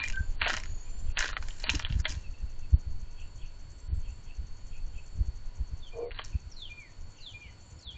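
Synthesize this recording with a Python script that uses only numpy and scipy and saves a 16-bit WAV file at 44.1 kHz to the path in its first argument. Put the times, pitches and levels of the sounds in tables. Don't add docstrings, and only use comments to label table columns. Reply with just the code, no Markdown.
import sys
import numpy as np
from scipy import signal
from scipy.fft import rfft, irfft, next_fast_len
from scipy.io import wavfile
from scipy.ndimage import uniform_filter1d

SR = 44100
rng = np.random.default_rng(int(sys.argv[2]) if len(sys.argv) > 2 else 0)


def level_to_linear(level):
    exponent = np.asarray(level, float) / 20
    return 10 ** exponent


def pcm_store(signal):
    levels = np.round(np.clip(np.atleast_2d(signal), -1, 1) * 32767)
    wavfile.write(sys.argv[1], SR, levels.astype(np.int16).T)


N = 351477

# frequency in Hz, density in dB per Hz.
AIR_SPECTRUM = [(59, -30.5), (100, -24.5), (220, -16.5), (540, -20.5), (982, -23.5), (1460, -28),
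                (1600, -27.5), (2860, -28), (3710, -32.5), (4160, -32), (4560, -29), (5300, -36),
                (7290, -30.5), (8790, -56), (11400, -83), (19300, -120)]
# time in seconds, level in dB.
LEAVES = [(0, 5), (1.1, 5), (2.4, 2.5), (3.001, 1.5), (5.999, 1.86), (7.97, 2)]
# centre in Hz, width in Hz, level in dB.
HUMS = [(1450, 46, -77), (975, 32, -76)]
# time in seconds, push in dB.
WIND_PUSH = [(0.0, -32), (0.8, -35.5), (1.9, -35), (2.4, -38.5), (2.8, -37), (3.77, -40), (3.97, -35),
             (4.3, -40), (4.9, -33), (5.3, -37.5), (7.3, -49.5), (7.97, -65)]
# time in seconds, level in dB.
FLUTTER = [(0, -51), (7.2, -55), (7.97, -49.5)]
# peak time in seconds, peak in dB, frequency in Hz.
PULLS = [(0.207, -21, 66.6), (0.261, -40, 44), (.29, -40, 55.6), (0.426, -29, 62), (0.696, -32.5, 59.3),
         (.98, -33, 45.3), (1.019, -30, 39), (1.405, -32, 64.5), (1.759, -22, 61), (1.931, -26, 49),
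         (1.963, -16.5, 64), (1.998, -21, 61.6), (2.101, -29.5, 45.6), (2.441, -28, 50.3),
         (2.741, -10, 64.2), (2.872, -27, 59.6), (3.031, -33, 45.9), (3.9, -28.5, 49.8),
         (3.93, -18.5, 60.2), (3.979, -27, 55), (4.396, -25.5, 54.4), (5.189, -26, 60.2),
         (5.211, -17.5, 57.2), (5.286, -25.5, 50.7), (5.735, -27.5, 59.7), (6.118, -35.5, 45),
         (7.045, -40.5, 69.8), (7.958, -37, 61.7)]
# peak time in seconds, peak in dB, frequency in Hz.
PUSHES = [(.1, -32, 44.6), (1.09, -27, 50.8), (1.717, -29, 62), (1.907, -25.5, 112), (2.14, -31.5, 67),
          (2.172, -30, 71), (2.915, -33, 55.3), (3.385, -44, 55), (4.052, -39, 55.5), (4.097, -35, 47),
          (4.125, -38, 53.6), (4.959, -32.5, 49.8), (5.612, -23, 53.2), (6.354, -20, 69.4), (6.47, -34, 61)]
# start in seconds, rise in seconds, hold in seconds, level in dB,
# treble in dB against it.
SLIDES = [
    (0.0, 0.0012, 0.0019, -33.5, -4.5),
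    (0.391, 0.027, 0.084, -29.5, -7),
    (1.149, 0.027, 0.073, -32, -5),
    (1.402, .01, 0.34, -53.5, -0.5),
    (1.595, 0.084, 0.0018, -32, -1.5),
    (1.726, 0.0086, 0.13, -44.5, -18),
    (1.9, 0.0072, 0.086, -59.5, 2),
    (2.037, 0.01, 0.0011, -37.5, -4),
    (2.065, 0.0077, 0.01, -50, 3),
    (6.083, 0.11, .002, -41, -0.5),
]
# frequency in Hz, density in dB per Hz.
SEED_SPECTRUM = [(150, -51), (250, -1.5), (299, -13.5), (403, -23.5), (620, -34.5), (999, -5), (1180, -12),
                 (1630, 0.5), (1980, -7.5), (2960, 1), (3540, -2), (6930, -2.5), (8790, -31.5),
                 (11400, -64), (19300, -120)]
# frequency in Hz, width in Hz, level in dB.
TRAY_MODES = [(632, 19, -2), (918, 380, -5), (1700, 28, -12), (1870, 92, -2), (2400, 38, -7),
              (2840, 60, -10), (3984, 160, -2)]
# loudest time in seconds, pitch in Hz, level in dB,
# throb period in seconds, fade in dB per second.
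OPENING_NOTES = [
    (0.043, 2400, -27.5, 0.022, 103),
    (0.175, 1557, -29.5, 0.03, 334),
]
THROB_DB = (6.5, 2.5)
BEFORE_S = (0.05, .044)
AFTER_S = (0.033, .075)
# time in seconds, peak in dB, ring in Hz, seed tick in dB against the blow.
CONTACTS = [(0.038, -24, 1800, -11), (0.0772, -30, 2000, -7.5), (0.0835, -31, 2400, 0.5), (0.1, -27, 2590, -5),
            (0.1236, -36, 2770, -3), (0.4178, -13.5, 2000, -35), (0.497, -21, 1660, -10),
            (0.5025, -15.5, 1660, -18.5), (0.5188, -49, 1720, 4), (0.5328, -25, 1780, -1.5),
            (0.547, -26, 1870, -18), (0.5669, -26, 2410, 0.5), (0.5739, -24.5, 1700, -23),
            (0.5998, -36, 2250, 0.5), (0.636, -31, 1980, -5), (0.6572, -38, 1590, -8),
            (1.1717, -17.5, 2820, -21), (1.1901, -20, 1740, 0.5), (1.2075, -18, 1590, -29),
            (1.2256, -19.5, 1630, -25.5), (1.2437, -20.5, 1590, -17), (1.2567, -21.5, 1700, -14),
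            (1.274, -36, 2700, -8.5), (1.29, -25, 1570, -37), (1.33, -29, 1510, -25.5),
            (1.3675, -16, 1640, -46), (1.4252, -33, 1390, -14),
            (1.485, -34.5, 1940, -2), (1.5066, -35.5, 3050, -13), (1.6004, -41, 4100, 4.5),
         (1.64, -21, 4260, -31), (1.6686, -28, 1780, -32), (1.694, -8.5, 2730, -41),
         (1.6989, -17, 2840, -5.5), (1.7486, -24.5, 2920, -5.5), (1.7975, -24, 1720, -17),
         (1.824, -31, 2960, -32), (1.849, -19.5, 3140, -42), (1.8663, -31, 1870, -29),
         (1.8996, -36, 3020, -34.5), (1.9242, -30.5, 2900, -18), (1.942, -40.5, 3100, -30),
         (2.0536, -17.5, 3180, -20.5), (2.0562, -19.5, 2060, -8), (6.1085, -34, 2085, -37.5),
         (6.1464, -38.5, 4100, -24.5), (6.1895, -25.5, 2990, -32), (6.194, -24, 1235, -34.5),
         (6.217, -36, 3100, -19), (6.248, -44, 1800, 10.5), (6.2567, -50, 4090, 5.5),
            (0.415, -19.5, 2840, -34), (0.4221, -23, 1210, -32), (0.429, -23, 2700, -33),
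          (.44, -24, 2200, -30), (.446, -22, 2740, -32), (0.452, -30, 2560, -30), (0.459, -18, 1620, -29),
          (0.464, -15.5, 1500, -30), (0.472, -21.5, 1500, -27), (0.477, -21, 2950, -40),
          (0.5174, -33, 1600, -20), (.539, -21, 1560, -8.5), (0.583, -39, 3820, 3.5),
          (1.178, -21.5, 1700, -16), (1.187, -32, 1700, -21), (1.194, -29, 1700, -14),
          (1.2043, -20.5, 2750, -1.5), (1.216, -31, 1700, -2), (1.238, -25, 1600, -17),
          (1.28, -29, 2820, -4), (1.299, -32, 1460, -14.5), (6.115, -34.5, 2800, -34),
          (6.12, -39, 1900, -31), (6.178, -48, 2850, -23), (0.017, -35, 1900, -28), (0.051, -33, 3000, -18),
          (0.131, -38, 3000, -17.5), (.158, -37, 2870, -24), (1.7523, -26, 2760, 2.5),
          (1.794, -31.5, 3000, 2), (2.066, -27, 3040, -32), (2.145, -41, 3650, -12)]
# first time in seconds, last time in seconds, level in dB,
# first ring in Hz, last ring in Hz.
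SKIDS = [
    (1.991, 2.008, -47, 1660, 1620),
    (2.096, 2.125, -41, 3400, 2260),
]
# start in seconds, length in seconds, first pitch in Hz, last pitch in Hz, level in dB.
SEETS = [(0.03, .33, 7300, 6920, -65), (0.629, 0.32, 6780, 6755, -55), (0.834, 0.31, 7170, 7225, -62),
         (1.474, 0.14, 7250, 7160, -60.5), (2.515, 0.09, 7000, 7140, -86), (3.194, 0.22, 7320, 6920, -71),
         (3.535, 0.46, 7260, 7500, -71.5), (4.052, 0.16, 7140, 7290, -69.5), (4.498, 0.23, 6430, 7500, -71),
         (4.681, 0.11, 6950, 7140, -70), (4.896, .27, 7180, 7180, -69), (6.86, 0.56, 7050, 7000, -73.5),
         (7.242, 0.11, 7080, 6900, -72.5), (7.583, 0.25, 7170, 7010, -65.5)]
# time in seconds, pitch in Hz, level in dB.
SLURS = [
    [(5.8, 4036, -78), (5.808, 3860, -72), (5.836, 3488, -48.5), (5.85, 3357, -58), (5.874, 3168, -50),
     (5.884, 3081, -49.5), (5.9, 2966, -74)],
    [(6.505, 6300, -80), (6.517, 5831, -52), (6.543, 4768, -59), (6.553, 4645, -82), (6.569, 4218, -49.5),
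     (6.615, 3637, -49.5), (6.627, 3492, -41), (6.687, 2822, -53.5), (6.692, 2788, -62)],
    [(7.165, 6960, -66), (7.173, 6472, -58), (7.193, 5010, -67), (7.221, 4277, -51), (7.259, 3695, -50),
     (7.273, 3472, -39), (7.299, 3103, -56), (7.311, 3088, -50), (7.335, 2746, -61)],
    [(7.79, 5594, -61), (7.81, 4717, -65), (7.824, 4363, -57), (7.85, 4005, -57.5), (7.878, 3495, -42),
     (7.892, 3338, -42.5), (7.93, 2962, -53), (7.935, 2941, -61)],
]
# first pulse in seconds, level in dB, second pulse in dB against it,
# gap in seconds, tail in seconds.
HOLDS = [
    (5.936, -54, -9, .08, 0.077),
    (6.72, -44.5, -1.5, .068, .12),
    (7.36, -45.5, -2, .065, .085),
    (7.972, -55, -2, .065, .02),
]
# frequency in Hz, level in dB.
FENCE_ECHO = [(2000, -4), (2450, -9), (3000, -9), (4400, 2), (5600, -6.5)]
# first stroke in seconds, last stroke in seconds,
# lateness of every other stroke in seconds.
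KATYDID_RUNS = [(.191, .315, 0), (.705, 1.108, -.008), (2.217, 2.319, 0), (2.397, 3.213, .011),
                (3.37, 3.471, 0), (3.605, 3.796, .012), (4.009, 4.1, 0), (4.248, 4.477, 0),
                (4.578, 5.565, 0), (5.686, 5.982, 0), (6.311, 7.92, 0)]
# time in seconds, level in dB, frequency in Hz.
THUDS = [
    (.46, -28, 666),
    (0.52, -36, 205),
    (2.1, -41.5, 280),
    (1.68, -32.5, 120),
    (1.733, -31, 295),
]
# start in seconds, body in dB, hook in dB, pitch as a multiple of the usual.
CHIRPS = [(0.832, -59, -59, 0.91), (1.05, -56, -60, 1.001), (3.02, -63, -68, 0.97), (3.164, -49, -56, 1),
          (3.386, -52, -53.5, 0.99), (4.024, -53.5, -57.5, 1.01), (4.255, -53, -58, 0.99),
          (4.702, -53, -61, 0.99), (4.928, -51.5, -59.5, 1.001), (6.285, -58, -80.5, 0.94),
          (7.155, -52.5, -63, 1.05), (7.405, -52.5, -60, 1.08)]
# time in seconds, pitch in Hz, level in dB.
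CHIRP_HOOK = [(0, 3270, -9.5), (.012, 3100, -14.5), (.03, 3330, -5.5), (.042, 2700, -8)]
# time in seconds, pitch in Hz, level in dB.
CHIRP_BODY = [(.008, 2614, -15), (.022, 2540, -16), (.036, 2748, -6), (.046, 2559, -9.5), (.058, 2632, -2),
              (.075, 2783, -13.5), (.13, 2668, -22.5)]
# start in seconds, length in seconds, first pitch in Hz,
# last pitch in Hz, level in dB.
PIPS = [(2.106, 0.017, 2387, 2330, -53), (2.116, 0.013, 2330, 2325, -54), (2.144, .012, 2400, 2380, -60),
        (2.171, .02, 2762, 2748, -61), (2.2, .016, 2714, 2696, -62), (2.236, 0.032, 2750, 2536, -57.5),
        (2.339, .012, 2660, 2670, -56.5), (2.374, 0.036, 2790, 2560, -61), (2.475, 0.0278, 2760, 2610, -67),
        (2.591, 0.021, 2680, 2645, -66.5), (2.62, 0.032, 2740, 2543, -62),
        (6.328, 0.028, 2640, 2640, -55.5)]
# time in seconds, effort in dB, throat pitch in Hz.
GRUNT = [(5.93, -60, 488), (5.945, -50, 470), (5.962, -46, 463), (5.985, -38, 464), (6.036, -38.5, 478),
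         (6.066, -42, 482), (6.096, -45, 480), (6.102, -55, 500), (6.13, -61, 505)]
# multiple of the throat pitch, width in Hz, level in dB.
CROP = [(1.0, 70, -11), (.8, 60, -15), (1.16, 70, -11), (1.36, 80, -10), (1.75, 120, -19), (2.15, 120, -22)]
# time in seconds, beats per second, depth from 0 to 1.
GURGLE = [(5.93, 45, .3), (5.98, 48, .15), (6.003, 50, .5), (6.022, 50, .35), (6.045, 66, .5),
          (6.065, 78, .65), (6.1, 80, .85), (6.13, 85, .5)]
# frequency in Hz, level in dB.
MIRROR_SPECTRUM = [(7980, -73.5), (8060, -3.5), (8400, -12.5), (8870, -30), (9200, -32.5), (9500, -89)]
LOST_BLOCKS = [-1, 5, 6, 17, 20, 25, 28, 31, 42, 60, 94, 95, 96, 122]


def evened(x):
    return x / np.sqrt(np.mean(x ** 2) + 1e-20)


def add(mix, s, sound):
    part = mix[max(round(s * SR), 0):][:len(sound)]
    part += sound[:len(part)]


def coloured(x, points):
    f, db = np.transpose(points)
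    size = next_fast_len(len(x))
    hz = np.fft.rfftfreq(size, 1 / SR)
    gain = level_to_linear(np.interp(np.log(hz + 1), np.log(f + 1), db))
    return irfft(rfft(x, size) * gain, size)[:len(x)]


def band(x, lo_hz, hi_hz, order=2):
    return signal.sosfilt(signal.butter(order, [lo_hz, hi_hz], "bandpass", fs=SR, output="sos"), x)


def resonate(x, hz, width):
    turn = np.exp(2j * np.pi * np.cumsum(hz * np.ones(len(x))) / SR)
    r = np.exp(-np.pi * width / SR)
    return 2 * (turn * signal.lfilter([1 - r], [1, -r], x / turn + 1e-18)).real


def narrow_noise(hz, width):
    return evened(resonate(resonate(rng.standard_normal(N), hz, width), hz, width))


def sine(hz):
    return np.sqrt(2) * np.sin(2 * np.pi * np.cumsum(hz) / SR)


def unfold(rows):
    s, *columns = np.transpose(rows)
    t = np.arange(s[0], s[-1], 1 / SR)
    return s[0], *(np.interp(t, s, c) for c in columns)


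def whistles(calls, husk, width, fraying=0):
    hz, size = np.full(N, 3000.), np.zeros(N)
    for rows in calls:
        s, pitch, db = unfold(rows)
        at = slice(round(s * SR), round(s * SR) + len(db))
        room = len(hz[at])
        hz[at], size[at] = pitch[:room], level_to_linear(db)[:room]
    pure = sine(hz)
    breath = narrow_noise(hz, width)
    husk = np.clip(husk * (size.max() / (size + 1e-9)) ** fraying, 0, 1)
    return uniform_filter1d(size, 150) * ((1 - husk) * pure + husk * breath)


def glide(s, length, first_hz, last_hz, db):
    u = np.linspace(0, 1, 9)
    return np.transpose([s + length * u, first_hz + (last_hz - first_hz) * u, db - 5 * (2 * u - 1) ** 2])


def yard(x, t60):
    t = np.arange(SR // 2) / SR
    tail = rng.standard_normal(len(t)) * (rng.random(len(t)) < .3) * level_to_linear(-60 * t / t60) * (t > .006)
    return signal.oaconvolve(x, tail / np.linalg.norm(tail))[:N]


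def air():
    hiss = coloured(rng.standard_normal(N), AIR_SPECTRUM)
    hiss = hiss / band(hiss, 190, 6000, order=4).std()
    breeze_db = np.interp(np.arange(N) / SR, *np.transpose(LEAVES))
    machines = sum(level_to_linear(db) * evened(resonate(rng.standard_normal(N), hz, width)) for hz, width, db in HUMS)
    return level_to_linear(breeze_db - 65) * hiss + machines


def wind():
    t = np.arange(N) / SR
    push, flutter, lumps = rng.standard_normal((3, N))
    lumps = level_to_linear(np.minimum(4.07 * evened(band(lumps, 2.03, 10.6)) * .7, 4.5))
    pressure = level_to_linear(np.interp(t, *np.transpose(WIND_PUSH))) * evened(band(push, 6.73, 23.0))
    wake = level_to_linear(np.interp(t, *np.transpose(FLUTTER)))
    for s, db, _ in PULLS + PUSHES:
        wake = wake + level_to_linear(db - 23) * np.exp(-abs(t - s) / 0.024)
    out = lumps * (pressure + wake * evened(band(flutter, 49.0, 103.2)))
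    rush = evened(band(flutter, 120, 230))
    for way, s, db, hz in [(-1, *row) for row in PULLS] + [(1, *row) for row in PUSHES]:
        u = np.arange(-1.8, 1.8, hz / SR)
        eddy = np.exp(-((u - .1) / 0.67) ** 2) * np.cos(2 * np.pi * (u - 0.083 * u ** 2))
        snap = np.exp(-(u / 0.41) ** 2) * np.sin(2 * np.pi * 2.08 * u)
        swirl = 0.04 * np.exp(-(u / 0.55) ** 2) * rush[round(s * SR / 2):][:len(u)]
        add(out, s + u[0] / hz, way * level_to_linear(db) * (eddy + 0.2 * snap + swirl))
    return out


def slide_curve(start, rise, hold, db):
    top = start + rise
    settle_s, settle_db_per_s = .22, 150
    return [(start, db - 25), (top, db), (top + hold, db),
            (top + hold + settle_s, db - settle_db_per_s * settle_s)]


def sliding_seeds():
    out = np.zeros(N)
    size = level_to_linear(2.25 * np.minimum(rng.exponential(1, N), 3.5)) * (rng.random(N) < 2400 / SR)
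    patter = coloured(size * rng.standard_normal(N), SEED_SPECTRUM)
    ringing = sum(level_to_linear(db) * resonate(patter, hz, width) for hz, width, db in TRAY_MODES)
    low = evened(band(evened(patter) + 0.66 * evened(ringing), 130, 2800))
    high = evened(band(patter, 5150, 8000))
    for *shape, treble_db in SLIDES:
        s, db = unfold(slide_curve(*shape))
        at = slice(round(s * SR), round(s * SR) + len(db))
        add(out, s, level_to_linear(db - 8.0) * (low[at] + level_to_linear(treble_db) * high[at]))
    return out


def throb(note, depth_db, before, after):
    s, hz, db, period, fade = note
    t = np.arange(-before, after, .002)
    level_db = db - fade * abs(t) + depth_db * (np.cos(2 * np.pi * t / period) - 1)
    return np.transpose([np.maximum(s + t, 0), hz + 0 * t, level_db])


def nearer_bird():
    return whistles(map(throb, OPENING_NOTES, THROB_DB, BEFORE_S, AFTER_S), 0.24, 100)


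def contact_sound(ring_hz, tick_db, chance, lead_s):
    t = np.arange(len(chance)) / SR - lead_s
    swell = 0.12 * np.exp(np.minimum(t, 0) / 0.004)
    strike = level_to_linear(-60 * t / 0.018) + 1.1 * np.exp(-abs(t) / 0.0005)
    contact = chance * np.where(t < 0, swell, strike)
    patch = evened(resonate(resonate(contact, ring_hz, 480), ring_hz, 2000))
    tray = evened(sum(level_to_linear(db) * resonate(contact, hz, 1.13 * width) for hz, width, db in TRAY_MODES))
    scrape = evened(band(contact, 1050, 4870, order=3))
    blow = band(patch + .5 * tray + .5 * scrape, 340, 3470)
    tick = band(contact, 4740, 7070, order=4)
    return blow / abs(blow).max() + level_to_linear(tick_db) * tick / abs(tick).max()


def skid(first, last, db, first_hz, last_hz):
    u = np.linspace(0, 1, round((last - first) / 0.0024) + 1)
    late, hard = rng.standard_normal((len(u), 2)).T
    s = first + (last - first) * u + 0.0017 * late
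    ring_hz = first_hz + (last_hz - first_hz) * u
    return [(at, level, hz, 5) for at, level, hz in zip(s, db + 4 * hard, ring_hz)]


def beak_and_claws():
    out, lead_s = np.zeros(N), .01
    blows = CONTACTS
    for row in SKIDS:
        blows = blows + skid(*row)
    for (s, db, *colour), chance in zip(blows, rng.standard_normal((len(blows), 2000))):
        add(out, s - lead_s, level_to_linear(db) * contact_sound(*colour, chance, lead_s))
    return out


def hold_curve(s, db, second_db, gap, tail):
    u = np.arange(-.026, gap + tail, .002)
    late = u - gap
    first, second = (-720 * np.maximum(abs(v) - .008, 0) for v in (u, late))
    tail_db = np.where(late > 0, -4 - 131 * late, -30)
    level_db = np.max([first, second_db + second, tail_db], axis=0)
    hz = 2410 - 6000 * np.maximum(late - .008, 0)
    return np.transpose([s + u, hz, db + level_db])


def songbirds():
    seets = [glide(*row) for row in SEETS]
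    clear, faint = seets[1:3], seets[:1] + seets[3:]
    fraying = .3
    flicker = evened(band(rng.standard_normal(N), 30, 57))
    song = whistles(SLURS, 0.22, 230, fraying) + whistles(clear, 0.16, 55) + whistles(faint, 0.89, 300)
    held = whistles([hold_curve(*row) for row in HOLDS], .07, 200, 3 * fraying)
    return level_to_linear(2.2 * flicker) * song + level_to_linear(.8 * flicker) * held


def insects():
    t = np.arange(-.02, .016, 1 / SR)
    opening = np.exp(-((t + 0.0059) / np.where(t < -.006, .008, .004)) ** 2)
    closing = np.exp(-((t - .007) / 0.0055) ** 2)
    gate, stroke_s = np.zeros(N), .1015
    for first, last, limp in KATYDID_RUNS:
        s = np.linspace(first, last, round((last - first) / stroke_s) + 1)
        s_limping = s + limp * (np.arange(len(s)) % 2)
        for at, db in zip(s_limping, 0.92 * rng.standard_normal(len(s))):
            add(gate, at - .02, level_to_linear(db) * (opening + closing))
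    rasp = evened(band(rng.standard_normal(N), 5860, 6930))
    waver = evened(band(rng.standard_normal(N), 1.3, 44))
    nearest_cricket = sine(4426 + 6.7 * waver)
    other_crickets = narrow_noise(4426, 74)
    return level_to_linear(-63.5) * gate * rasp + level_to_linear(-68.0) * nearest_cricket + level_to_linear(-77.5) * other_crickets


def thuds():
    out, t, width = np.zeros(N), np.arange(0, .15, 1 / SR), 100
    for (s, db, hz), chance in zip(THUDS, rng.standard_normal((len(THUDS), len(t)))):
        boom = evened(resonate(resonate(chance, hz, width), hz, 2 * width))
        add(out, s, np.minimum(t / 0.0074, 1) * level_to_linear(db - 60 * t / 0.093) * boom)
    return out


def sparrows():
    stretch = 1 + (.1, .008, 0) * rng.standard_normal((len(CHIRPS), 3))
    hooks = [CHIRP_HOOK * k + (s, 0, db) for (s, _, db, _), k in zip(CHIRPS, stretch)]
    bodies = [CHIRP_BODY * k * (1, up, 1) + (s, 0, db) for (s, db, _, up), k in zip(CHIRPS, stretch)]
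    pips = [glide(*row) for row in PIPS]
    return whistles(hooks, 0.4, 220) + whistles(bodies, 0.5, 380) + whistles(pips, 0.29, 200)


def grunt():
    s, db, hz = unfold(GRUNT)
    _, rate, depth = unfold(GURGLE)
    puffs, sway, shake = rng.standard_normal((3, len(hz)))
    breath = sum(level_to_linear(mode_db) * evened(resonate(resonate(puffs, k * hz, width), k * hz, 2 * width))
                 for k, width, mode_db in CROP)
    catch_db = 13 * np.exp(-np.arange(len(hz)) / SR / .035)
    breath = band(breath, 250, 1100, order=5) * level_to_linear(catch_db)
    tone = sine(hz + 8 * evened(band(sway, 12, 47)))
    beats = 1 - depth * np.cos(2 * np.pi * (np.cumsum(rate) / SR + .56))
    roughness = level_to_linear(1.3 * evened(band(shake, 30, 97)))
    out = np.zeros(N)
    add(out, s, level_to_linear(db) * (tone * beats * roughness + breath))
    return out


def scene():
    song, chirps, opening = songbirds(), sparrows(), nearer_bird()
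    near = sliding_seeds() + beak_and_claws() + grunt() + thuds()
    mix = song + level_to_linear(-2.0) * yard(coloured(song, FENCE_ECHO), 0.32)
    mix += chirps + level_to_linear(-3.5) * yard(chirps, 0.2)
    mix += opening + level_to_linear(-14) * yard(opening, 0.2)
    mix += near + level_to_linear(-10.5) * yard(near, 0.054)
    return (mix + insects() + wind() + air())[None]


def lowpassed(x, hz):
    return signal.oaconvolve(x, signal.firwin(801, hz, window=("kaiser", 9), fs=SR)[None], "same")


def roll_off(x):
    return signal.sosfilt(signal.butter(12, 8940, fs=SR, output="sos"), x)


def record(dry):
    fold_hz, t = 8000, np.arange(N) / SR
    below = lowpassed(dry, fold_hz - 60)
    mirrored = 2 * below[0] * np.cos(2 * np.pi * 2 * fold_hz * t)
    dry = below + coloured(mirrored, MIRROR_SPECTRUM)
    block_s, first_s, overlap_s = .064, .0387, .007
    block = (t - first_s) / block_s
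    lost_now = np.isin(np.floor(block), LOST_BLOCKS)
    lost = lost_now & np.isin(np.floor(block + overlap_s / block_s), LOST_BLOCKS)
    low = lowpassed(dry, 4620)
    top = signal.sosfiltfilt(signal.butter(8, 7650, "highpass", fs=SR, output="sos"), dry)
    refill = level_to_linear(3.2 * rng.standard_normal(int(block[-1]) + 2) + 1.0)[np.floor(block).astype(int) + 1]
    high = dry - low + top * (uniform_filter1d(refill, 80) - 1)
    kept = low + high * uniform_filter1d(1. - lost, 80)
    return roll_off(kept)


dry = scene()
out = record(dry)
pcm_store(out)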